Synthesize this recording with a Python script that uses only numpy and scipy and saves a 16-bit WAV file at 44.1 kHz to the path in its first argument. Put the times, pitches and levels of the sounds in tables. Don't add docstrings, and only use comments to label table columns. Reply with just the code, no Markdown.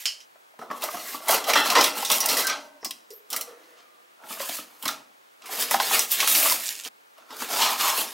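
import sys
import numpy as np
from scipy import signal
from scipy.io import wavfile
from scipy.ndimage import uniform_filter1d

SR = 44100
rng = np.random.default_rng(int(sys.argv[2]) if len(sys.argv) > 2 else 0)


def store_wav(level_fs):
    pcm = np.round(np.clip(np.atleast_2d(level_fs), -1, 1) * 32767)
    wavfile.write(sys.argv[1], SR, pcm.T.astype(np.int16))


def invert_db(x):
    u = np.asarray(x, float) / 20
    return 10 ** u


N = 358533

SCENE_CHANGES = [
    0,
    .25,
    6.888,
    9,
]
BLADES_GONE_S, BAG_S = 3.7, 6.6

# [full force at t/s, hold/s, force level/dB, lean on the tray/dB, sliding speed/dB]
BLADE_PULLS = [(0.0, 0.024, -45, -17, 5.5), (0.616, 0.017, -58, 14.5, -1), (0.716, 0.015, -52, 9.5, -3),
               (0.766, .01, -51, 5.5, 6), (0.831, 0.024, -38, 3.5, 3), (0.91, 0.14, -44, -3, 4),
               (1.069, 0.087, -41, -5.5, 4), (1.225, 0.057, -51, 6, 7), (1.297, 0.05, -26.5, 3, 2.5),
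               (1.489, 0.016, -31, 3, 2.5), (1.471, .01, -38, 7, -2.5), (1.562, 0.043, -30.5, 7, -2.5),
               (1.654, 0.018, -30, 0, 0), (1.703, .02, -29, 1, 0), (1.763, 0.034, -23.5, 4.5, -9),
               (1.815, 0.048, -26.5, -2, -0.5), (1.965, 0.065, -36, -1.5, 4), (2.109, 0.051, -28, -3.5, 4),
               (2.24, 0.013, -32, -1.5, -2), (2.291, 0.042, -29, -0.5, 3), (2.378, 0.031, -30, 1, 4.5),
               (2.486, 0.025, -31, -1.5, -17), (2.57, 0.082, -59, 1, -1), (3.327, 0.04, -44, 5, 3),
               (3.473, 0.037, -58, 6, -4), (3.58, 0.15, -64.5, -2, -2), (3.775, 0.028, -57.5, -2, -14)]
BAG_PULLS = [(5.441, 0.086, -52.5, 5, -5), (5.526, 0.028, -34.5, -5, 1.5), (5.598, 0.026, -27.5, -8.5, 3),
             (5.719, 0.022, -27, -5, 0), (5.81, 0.18, -30.5, -11, 1), (5.937, 0.011, -22.5, -5.5, 3.5),
             (6.012, 0.018, -34.5, -28, 5.5), (6.125, 0.01, -29.5, -14, 6),
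             (6.199, 0.048, -24.5, -13, -1.5), (6.3, 0.11, -27.5, -8.5, 8.5), (6.422, 0.11, -26, -8.5, 5.5),
             (6.6, 0.053, -37.5, -26, 3.5), (6.685, 0.024, -36, -17.5, 2.5), (6.75, 0.058, -44.5, -13, -2),
             (6.855, 0.014, -39, -11, -2)]
PART_PULLS = [(4.22, 0.12, -68.5, 14, -18), (4.27, .02, -55, 1, -9), (4.315, 0.014, -39.5, -7.5, 5),
              (4.412, 0.016, -36.5, -4, 3), (4.46, 0.12, -38.5, -12, 4), (4.68, 0.1, -61, 0, 2),
              (4.84, 0.014, -51, 0, 10), (4.892, 0.0017, -34.5, -3, -1.5), (7.19, 0.035, -62.5, 4, -12),
              (7.33, 0.017, -45.5, 3, -5), (8.07, .07, -42.5, -5, 0), (7.419, 0.0053, -33, -3.5, 1.5),
              (7.516, 0.079, -30, -3.5, 0.5), (7.615, 0.034, -20.5, -11.5, -5), (7.7, 0.03, -31, -2.5, 0.5),
              (7.807, 0.095, -25.5, -9.5, 0), (7.968, 0.045, -29, -7, 4.5)]
GRIP_DB_PER_S = (648, 464.5, 338)
LET_GO_DB_PER_S = (185.5, 220, 310.5)

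# [f/Hz, width/Hz, level/dB]
TRAY_MODES = [(223, 60, -8), (470, 103, -2.5), (624, 52, -4.5), (841, 139, 1), (923, 146, -1.5),
              (1090, 168, -0.5), (1260, 36, -1.5), (1341, 61, -0.5)]
BLADE_MODES = [(1980, 30, -27.5), (2027, 60, 26), (2730, 290, 8.5), (3287, 40, 22), (3520, 57, 1),
               (3974, 250, 20.5), (5190, 350, 9.5), (5800, 57, 26), (6530, 31, 14.5)]
# [f/Hz, level/dB]
BOOM = [(30, -47), (130, -16.5), (250, -5.5), (600, 3), (1350, 2), (1600, -3), (2400, -47.5)]
SCRAPE = [(900, -45.5), (1700, 3.5), (4000, 5.5), (6500, -0.5), (8500, -12.5), (12000, -47)]
FIZZ = [(4000, -40.5), (7000, -10.5), (10000, -7), (13000, -4), (15500, -8), (20000, -5.5)]

# [t/s, peak level/dB, ring f/Hz, sharp edge level/dB, t60/s]
CLACKS_IN_TRAY = [(0.59, -41.5, 2090, -6, .11), (0.7123, -33, 1730, -3, 0.05), (0.821, -24, 3620, 1, 0.08),
                  (0.838, -23, 4120, 6, 0.045), (1.285, -27.5, 3160, 18, 0.13),
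                  (1.3076, -19, 2840, 6, 0.14), (1.44, -21.5, 3220, -4, 0.074),
                  (1.494, -13, 2210, -23.5, 0.12), (1.534, -6.5, 2300, -11, .06),
                  (1.554, -10.5, 1900, -12, 0.091), (1.572, -12, 1840, -24.5, 0.092),
                  (1.7, -9.5, 4300, -10, 0.095), (1.752, -7.5, 1850, -21.5, 0.092),
                  (1.808, -11.5, 5200, -15.5, 0.096), (1.841, -8.5, 3390, 0, 0.037)]
CLACKS_IN_HAND = [(0.0552, -12.5, 3060, -22, 0.014), (0.063, -18, 3000, -26, 0.011),
                  (0.2033, -34, 3100, -31, 0.14), (2.0488, -15.5, 3690, -5.5, 0.21),
                  (2.1007, -8.5, 3480, -5, 0.019), (2.115, -11, 3520, 1, 0.11),
                  (2.204, -11.5, 5800, 0, 0.092), (2.259, -14, 6380, 4, 0.045),
                  (2.289, -12, 4340, -8, 0.23), (2.369, -13, 2000, -10, 0.39),
                  (2.469, -13.5, 5800, 1, 0.086), (2.498, -17, 4440, -20, 0.05),
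                  (2.847, -21, 5150, 1.1, 0.1), (2.9084, -19.5, 3280, -1, 0.047),
                  (3.1047, -36, 4970, -1, 0.11), (3.3027, -29.5, 3400, 7, 0.17),
                  (3.3293, -18, 4130, -1.5, 0.084), (3.3627, -18, 2120, 4.5, 0.089),
                  (3.41, -22.5, 4300, 4, 0.08)]
CLACKS_OF_PARTS = [(4.396, -26.5, 1950, -1, 0.073), (4.8253, -26.5, 3020, 3, 0.11),
                   (4.8543, -18.5, 2150, 0, 0.06), (4.8789, -15.5, 3610, 0.5, 0.064),
                   (5.42, -37, 2620, -21, 0.046), (5.458, -31.5, 2360, -1, 0.32),
                   (5.7105, -16.5, 1980, 5, 0.068), (5.7433, -11.5, 1680, -12, 0.016),
                   (5.801, -14.5, 1580, -21, 0.077), (5.993, -13, 3930, 2.5, 0.083),
                   (6.11, -19.5, 3800, -1, 0.18), (6.203, -9.5, 2450, -13, 0.061),
                   (6.2752, -12.5, 3350, 2.5, 0.28), (6.35, -8.5, 2260, -16, 0.057),
                   (6.849, -25, 3040, -6, 0.05), (7.18, -43.5, 2810, -4, 0.076),
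                   (7.305, -32, 2010, -17, 0.11), (7.367, -35, 4500, 10, .03)]
TIP_HZ = (4300, 5370, 5200)
# share of tip ring [factor], rise [s]
TIP_SHARE = (.25, 0.7, 0.28)
CLACK_RISE_S = (0.0023, 0.00061, 0.00075)

# [t/s, peak level/dB, f/Hz]
TAPS = [(0.353, -41.5, 620), (0.537, -44, 620), (0.71, -16.5, 1100), (0.834, -16.5, 690),
        (0.886, -18, 1216), (0.772, -32, 1220), (0.968, -28.5, 1230), (1.234, -32.5, 694),
        (1.202, -32.5, 600), (1.292, -7.5, 650), (1.327, -16.5, 1190), (1.497, -11.5, 1080),
        (1.556, -3.5, 1140), (1.656, -13.5, 1170), (1.752, -10.5, 1110), (2.026, -15, 810),
        (2.1, -12.5, 1090), (3.339, -23, 1290),
        (4.4, -20, 563), (4.887, -14, 1383), (5.49, -27.5, 776), (5.71, -12.5, 940), (5.74, -6, 787),
             (5.799, -7, 856), (5.908, -14, 790), (5.93, -27, 990), (4.37, -28.5, 1205), (6.192, -27, 1120),
             (6.225, -12.5, 1106), (6.273, -13, 1260), (6.454, -14.5, 1160), (6.512, -16, 970),
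             (7.182, -38.5, 670)]
THUMPS = [(0.589, -28, 435), (0.62, -26.5, 720), (1.142, -20, 1164), (6.858, -31.5, 450),
          (2.11, -20.5, 596), (0.701, -22.5, 1120), (0.942, -22.5, 1120), (1.705, -29, 840),
          (1.79, -10.5, 1000), (2.828, -28.5, 294), (2.855, -26.5, 490), (4.235, -34, 1320),
          (4.305, -27.5, 1230), (4.49, -24, 666), (4.584, -25.5, 1270), (4.832, -29, 1020),
          (4.855, -17.5, 1090), (5.584, -25, 1110), (7.302, -33, 970), (7.419, -19, 1130)]

# [t/s, peak level/dB, f/Hz]
SNAPS = [(6.6001, -24, 7600), (6.6578, -17.0, 7300), (6.6634, -16, 6740), (6.6679, -16, 7900),
         (6.6725, -17.0, 7300), (6.6813, -12.5, 6900), (6.6904, -9, 5400), (6.7261, -22.0, 8200),
         (6.7456, -27.0, 7200), (6.7535, -21.0, 6300), (6.7635, -26.0, 7700), (6.7838, -29, 6700),
         (6.791, -22.5, 6300), (6.7991, -20, 5200), (6.8096, -23, 6700), (6.8206, -28, 6400),
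         (6.8369, -26.0, 6400), (6.8437, -24, 6800), (6.8502, -24, 4000), (6.876, -24, 5600)]
TICKS = [(1.2836, -11, 10300), (0.0558, -10, 4600), (1.703, -6.5, 4500), (1.8108, -4, 4350),
         (2.106, -15, 9000), (2.1827, -10.5, 9000), (2.2857, -11, 11000), (2.3683, -13.5, 11000),
         (2.373, -7, 10500), (2.4487, -18.5, 9000), (0.062, -15, 4200), (2.8463, -19, 8000),
         (4.329, -26.5, 5000), (4.417, -20, 4000), (4.494, -21, 3500), (5.5334, -25, 10300),
         (5.6107, -9.5, 7300), (5.7105, -9, 9300), (5.8, -10.5, 3280), (5.993, -8.5, 7600),
         (6.1174, -5, 12600), (6.2035, -9.5, 3000), (6.2745, -10.5, 5000), (6.347, -10, 5000),
         (6.498, -10, 4500), (6.5232, -6, 5170), (7.81, -11, 4100)]

# [t60/s, level/dB, modes [f/Hz, width/Hz, level/dB]]
CREAKS = [
    (0.38, -17, [(1389, 80, -1.5), (1836, 60, -1), (2686, 50, -0.5), (3220, 65, -4), (3465, 79, -1.5), (4040, 60, -4), (5400, 80, -9)]),
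    (.45, -21, [(474, 29, -3.5), (1090, 90, -2), (1850, 62, -4.5), (2520, 75, -6), (2715, 51, -8), (3390, 61, -6.5), (5780, 60, -4.5)]),
    (0.89, -41, [(280, 15, -3), (607, 23, 3), (944, 30, -5), (1060, 40, -9), (1357, 30, -14), (1540, 30, -4), (2024, 35, -12)]),
    (2.2, -56, [(482, 40, 0), (340, 79, -3.5), (620, 37, -6), (1100, 40, -10), (1800, 220, -3)]),
    (.55, -24, [(1230, 65, -1), (2430, 65, -2), (2880, 76, -4), (3310, 90, -1.5), (4060, 86, -1)]),
]
CREAK_S = (1.553, 1.755, 2.5, 3.47, 7.6)
CREAK_RISE_S = (.006, .008, .06, .02, .03)
# [t/s, length/s, f/Hz, width/Hz, level/dB]
SQUEAKS = [(2.425, 0.16, 1560, 42, -29), (2.8, 0.11, 5400, 870, -50), (3.115, 0.093, 13240, 1220, -45),
           (3.1, 0.051, 440, 45, -39.5), (3.468, 0.076, 470, 34, -39.5), (3.8, 0.39, 1200, 58, -62.5),
           (5.5, 0.057, 12900, 900, -35), (7.894, 0.16, 4060, 129.6, -37), (2.885, 0.035, 1054, 70, -45),
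           (2.838, 0.037, 1100, 66, -40), (4.52, .07, 4700, 200, -41), (4.57, 0.092, 1200, 90, -51),
           (2.2, 0.039, 5750, 160, -21), (5.935, 0.076, 2220, 400, -26), (6.11, .035, 12800, 900, -18.5),
           (0.61, 0.036, 1320, 56, -38), (0.92, 0.068, 704, 65, -33), (7.537, 0.26, 900, 430, -24.5),
           (7.776, 0.24, 1006, 400, -25)]
# [f/Hz, level/dB, width/Hz]
LATCH_MODES = [(3060, 2, 220), (4500, -3, 250), (5070, 4, 380), (6400, -13, 1100)]

# [f/Hz, t60/s]
ROOM_DECAY = [(200, 0.66), (530, 0.49), (1390, 0.33), (3680, 0.31), (9700, 0.32), (16000, 0.18)]
# [f/Hz, level/dB]
ROOM_WIDTH = [(60, -13), (200, -21), (700, -12.5), (1300, -6.5), (2400, -12), (5000, -25.5), (9000, -20.5),
              (15000, -43)]
# [f/Hz, density level/dB]
TONE_MID = [(30, -33.5), (290, -2.5), (600, 2), (1200, 0), (2500, -1.5), (5000, -6.5), (15000, -11)]
TONE_SIDE = [(30, -45.5), (323, -12.5), (500, -6.5), (1300, -6), (3000, -18), (7900, -33.5), (8500, -60.5)]
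# [f/Hz, level/dB]
WHINE = (15735, -77)


def evened(x):
    return x / np.sqrt(np.mean(x ** 2) + 1e-20)


def read(points, hz):
    f, value = np.transpose(points)
    return np.interp(np.log(hz + 1), np.log(f + 1), value)


def add(mix, s, sound):
    part = mix[round(s * SR):][:len(sound)]
    part += sound[:len(part)]


def decay(t, t60):
    return invert_db(-60 * t / t60)


def resonate(x, hz, width):
    r = np.exp(-np.pi * width / SR)
    return signal.lfilter([1 - r, 0, r - 1], [1, -2 * r * np.cos(2 * np.pi * hz / SR), r * r], x)


def colour(x, points, patchy_db, size=256):
    hz, t, z = signal.stft(x, SR, nperseg=size, window="cosine")
    patches = uniform_filter1d(rng.standard_normal(z.shape[::-1]), size=7, axis=0)
    patches = evened(uniform_filter1d(patches, size=4, axis=1)).T
    z = z * invert_db(read(points, hz)[:, None] + patchy_db * patches)
    return evened(signal.istft(z, SR, nperseg=size, window="cosine")[1][:N])


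def body(x, modes, ring):
    rings = sum((-1) ** k * invert_db(db) * resonate(x, hz, width) for k, (hz, width, db) in enumerate(modes))
    return x + ring * evened(rings)


def rubbing():
    size = invert_db(2.1 * np.minimum(rng.exponential(1, N), 4)) * rng.choice([-1, 1], N)
    clumps_db = 1.2 * evened(uniform_filter1d(rng.standard_normal(N), size=300))
    slipping = rng.random(N) < 9000 / SR
    slips = evened(size * slipping * invert_db(clumps_db))
    ring = np.where(np.arange(N) < BLADES_GONE_S * SR, .55, .1)
    boom = colour(body(slips, TRAY_MODES, 0.61), BOOM, 3.15, size=1024)
    scrape = colour(body(slips, BLADE_MODES, ring), SCRAPE, 2.5, size=512)
    layers = [boom, scrape, colour(slips, FIZZ, 2.1)]
    t = np.arange(0, N, 32) / SR
    return sum(np.interp(np.arange(N) / SR, t, level) * x for level, x in zip(strokes(t), layers))


def strokes(t):
    pulls = zip((BLADE_PULLS, BAG_PULLS, PART_PULLS), GRIP_DB_PER_S)
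    rows = [(*row, grip) for table, grip in pulls for row in table]
    s, hold, force_db, lean_db, speed_db, grip = np.transpose(rows)[..., None]
    uncut = np.searchsorted(SCENE_CHANGES, t, "right") == np.searchsorted(SCENE_CHANGES, s, "right")
    grip_db = force_db - grip * np.maximum(s - t, 0)
    after = np.maximum(t - s - abs(hold), 0)
    return [np.sqrt((uncut * invert_db(2 * (grip_db + db - fall * after))).sum(0))
            for db, fall in zip((lean_db, 0, speed_db), LET_GO_DB_PER_S)]


def clacks():
    out, t = np.zeros(N), np.arange(6000) / SR
    edge_filter = signal.butter(4, 7000, "high", fs=SR, output="sos")
    places = zip((CLACKS_IN_TRAY, CLACKS_IN_HAND, CLACKS_OF_PARTS), TIP_HZ, TIP_SHARE, CLACK_RISE_S)
    rows = [(*row, *place) for table, *place in places for row in table]
    noises = rng.standard_normal((len(rows), 2, len(t)))
    for (s, db, low_hz, edge_db, t60, tip_hz, share, rise), (a, b) in zip(rows, noises):
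        t60 = max(t60, .005)
        high_hz = tip_hz * np.exp(.08 * np.tanh(b[-1]))
        a = a * np.minimum(t / rise, 1)
        rattle = a * (decay(t, t60) + .6 * decay(t, .005))
        rings = evened(resonate(rattle, low_hz, 240)) + share * evened(resonate(rattle, high_hz, 399))
        blade = body(evened(rattle), BLADE_MODES, 1.0)
        rings += 1.6 * evened(resonate(blade, low_hz * (high_hz / low_hz) ** share, 3500))
        spots_hz = [low_hz, high_hz, *(np.sqrt(low_hz * high_hz) * np.exp(.6 * np.tanh(b[-7:-1])))]
        first = a * decay(t, 0.0032)
        rings += 0.63 * evened(sum(resonate(first, hz, 53) for hz in spots_hz))
        edge = signal.sosfilt(edge_filter, b * (decay(t, 0.93 * t60) + 1.4 * decay(t, 0.0023)))
        clack = rings / abs(rings).max() + invert_db(edge_db + 4.0) * edge / abs(edge).max()
        add(out, s, invert_db(db - 0.5) * clack)
    return out


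def knocks():
    out, t = np.zeros(N), np.arange(8000) / SR
    tap_thud_db, thump_thud_db = -29.5, -7
    rows = [(*row, tap_thud_db) for row in TAPS]
    rows += [(*row, thump_thud_db) for row in THUMPS]
    for (s, db, hz, thud_db), a in zip(rows, rng.standard_normal((len(rows), len(t)))):
        push = a * np.minimum(t / .0025, 1) ** 2 * decay(t, .022)
        tray = resonate(body(evened(push), TRAY_MODES, 0.41), 630, 1410)
        rings = evened(resonate(push, hz, 67)) + 0.74 * evened(tray)
        rings = resonate(resonate(rings, 400, 1100), 400, 2600)
        thud = resonate(resonate(a * decay(t, 0.098), 245, 150), 260, 220)
        knock = rings / abs(rings).max() + invert_db(thud_db - 3.5) * thud / abs(thud).max()
        add(out, s, invert_db(db - 4.0) * knock)
    return out


def crackles():
    out, t = np.zeros(N), np.arange(800) / SR
    snap_t60_s, tick_t60_s = 0.0082, .014
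    rows = [(*row, snap_t60_s) for row in SNAPS] + [(*row, tick_t60_s) for row in TICKS]
    for (s, db, hz, t60), a in zip(rows, rng.standard_normal((len(rows), len(t)))):
        snap = resonate(a * decay(t, t60), hz, .6 * hz)
        add(out, s, invert_db(db - 2) * snap / abs(snap).max())
    return out


def creaks():
    out, t = np.zeros(N), np.arange(30000) / SR
    for s, rise, (t60, db, modes) in zip(CREAK_S, CREAK_RISE_S, CREAKS):
        friction = rng.standard_normal(len(t))
        rings = np.zeros(len(t))
        for hz, width, mode_db in modes:
            mode = resonate(resonate(friction, hz, 2 * width), hz, 2 * width)
            rings += invert_db(mode_db) * evened(mode)
        add(out, s, invert_db(db) * decay(t, t60) * np.minimum(t / rise, 1) * evened(rings))
    return out


def squeaks():
    out = np.zeros(N)
    for s, length, hz, width, db in SQUEAKS:
        song = resonate(resonate(rng.standard_normal(16000), hz, width), hz, width)[:round(length * SR)]
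        swell = signal.windows.tukey(len(song), .6)
        fade = invert_db(np.linspace(0, -10.5, len(song)))
        add(out, s, invert_db(db) * evened(song) * swell * fade)
    return out


def latch():
    out, t = np.zeros(N), np.arange(12000) / SR
    rattle = rng.standard_normal(len(t)) * decay(t, 0.22)
    rings = sum(invert_db(db) * evened(resonate(rattle, hz, width)) for hz, db, width in LATCH_MODES)
    add(out, .058, invert_db(-15) * rings / abs(rings).max())
    return out


def room():
    taps = np.zeros((2, SR // 2))
    at = np.arange(150, SR // 2 - 20, 20) + rng.integers(0, 20, (2, (SR // 2 - 151) // 20))
    np.put_along_axis(taps, at, rng.choice([-1., 1.], at.shape), 1)
    hz, t, z = signal.stft(taps, SR, nperseg=256)
    z = z * decay(t, read(ROOM_DECAY, hz)[:, None])
    z[1] *= invert_db(read(ROOM_WIDTH, hz)[:, None])
    tail = signal.istft(z, SR, nperseg=256)[1]
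    return tail / np.linalg.norm(tail[0])


def room_tone():
    mid = invert_db(-61) * colour(rng.standard_normal(N), TONE_MID, 1.0, size=2048)
    side = invert_db(-56.5) * colour(rng.standard_normal(N), TONE_SIDE, 0.92, size=2048)
    whine_hz, whine_db = WHINE
    whistle = np.sqrt(2) * invert_db(whine_db) * np.sin(2 * np.pi * whine_hz * np.arange(N) / SR)
    return np.array([mid + whistle, side])


def scene():
    plastic = clacks() + crackles()
    hands = rubbing() + plastic + knocks() + creaks() + squeaks() + latch()
    t = np.arange(N) / SR
    cuts = [slice(round(a * SR), round(b * SR)) for a, b in zip(SCENE_CHANGES, SCENE_CHANGES[1:])]
    spots = hands * np.cos(2 * np.pi * t), hands * np.sin(2 * np.pi * t)
    echoes = 0
    for x, tail in zip(spots, (room(), room())):
        stretches = [signal.oaconvolve(x[None, cut], tail, axes=1)[:, :len(x[cut])] for cut in cuts]
        echoes = echoes + np.hstack(stretches)
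    aside = (t < SCENE_CHANGES[1]) | (t > BAG_S) & (t < SCENE_CHANGES[2])
    lean = np.where(aside, -.14, -.015)
    direct = np.array([hands, lean * hands - .07 * plastic])
    mid, side = direct + invert_db(-10.0) * echoes + room_tone()
    return np.array([mid + side, mid - side])


def roll_off(x):
    return signal.sosfilt(signal.butter(12, 16810, fs=SR, output="sos"), x)


def record(dry):
    thin = signal.sosfilt(signal.butter(1, 70, "high", fs=SR, output="sos"), dry)
    edge_hz, leak_hz = 15880, 16750
    low, leak = (signal.firwin(1023, hz, window=("kaiser", 7), fs=SR) for hz in (edge_hz, leak_hz))
    band_limit = low + invert_db(-42.0) * (leak - low)
    mix = signal.oaconvolve(thin, band_limit[None], "same")
    return roll_off(mix)


dry = scene()
out = record(dry)
store_wav(out)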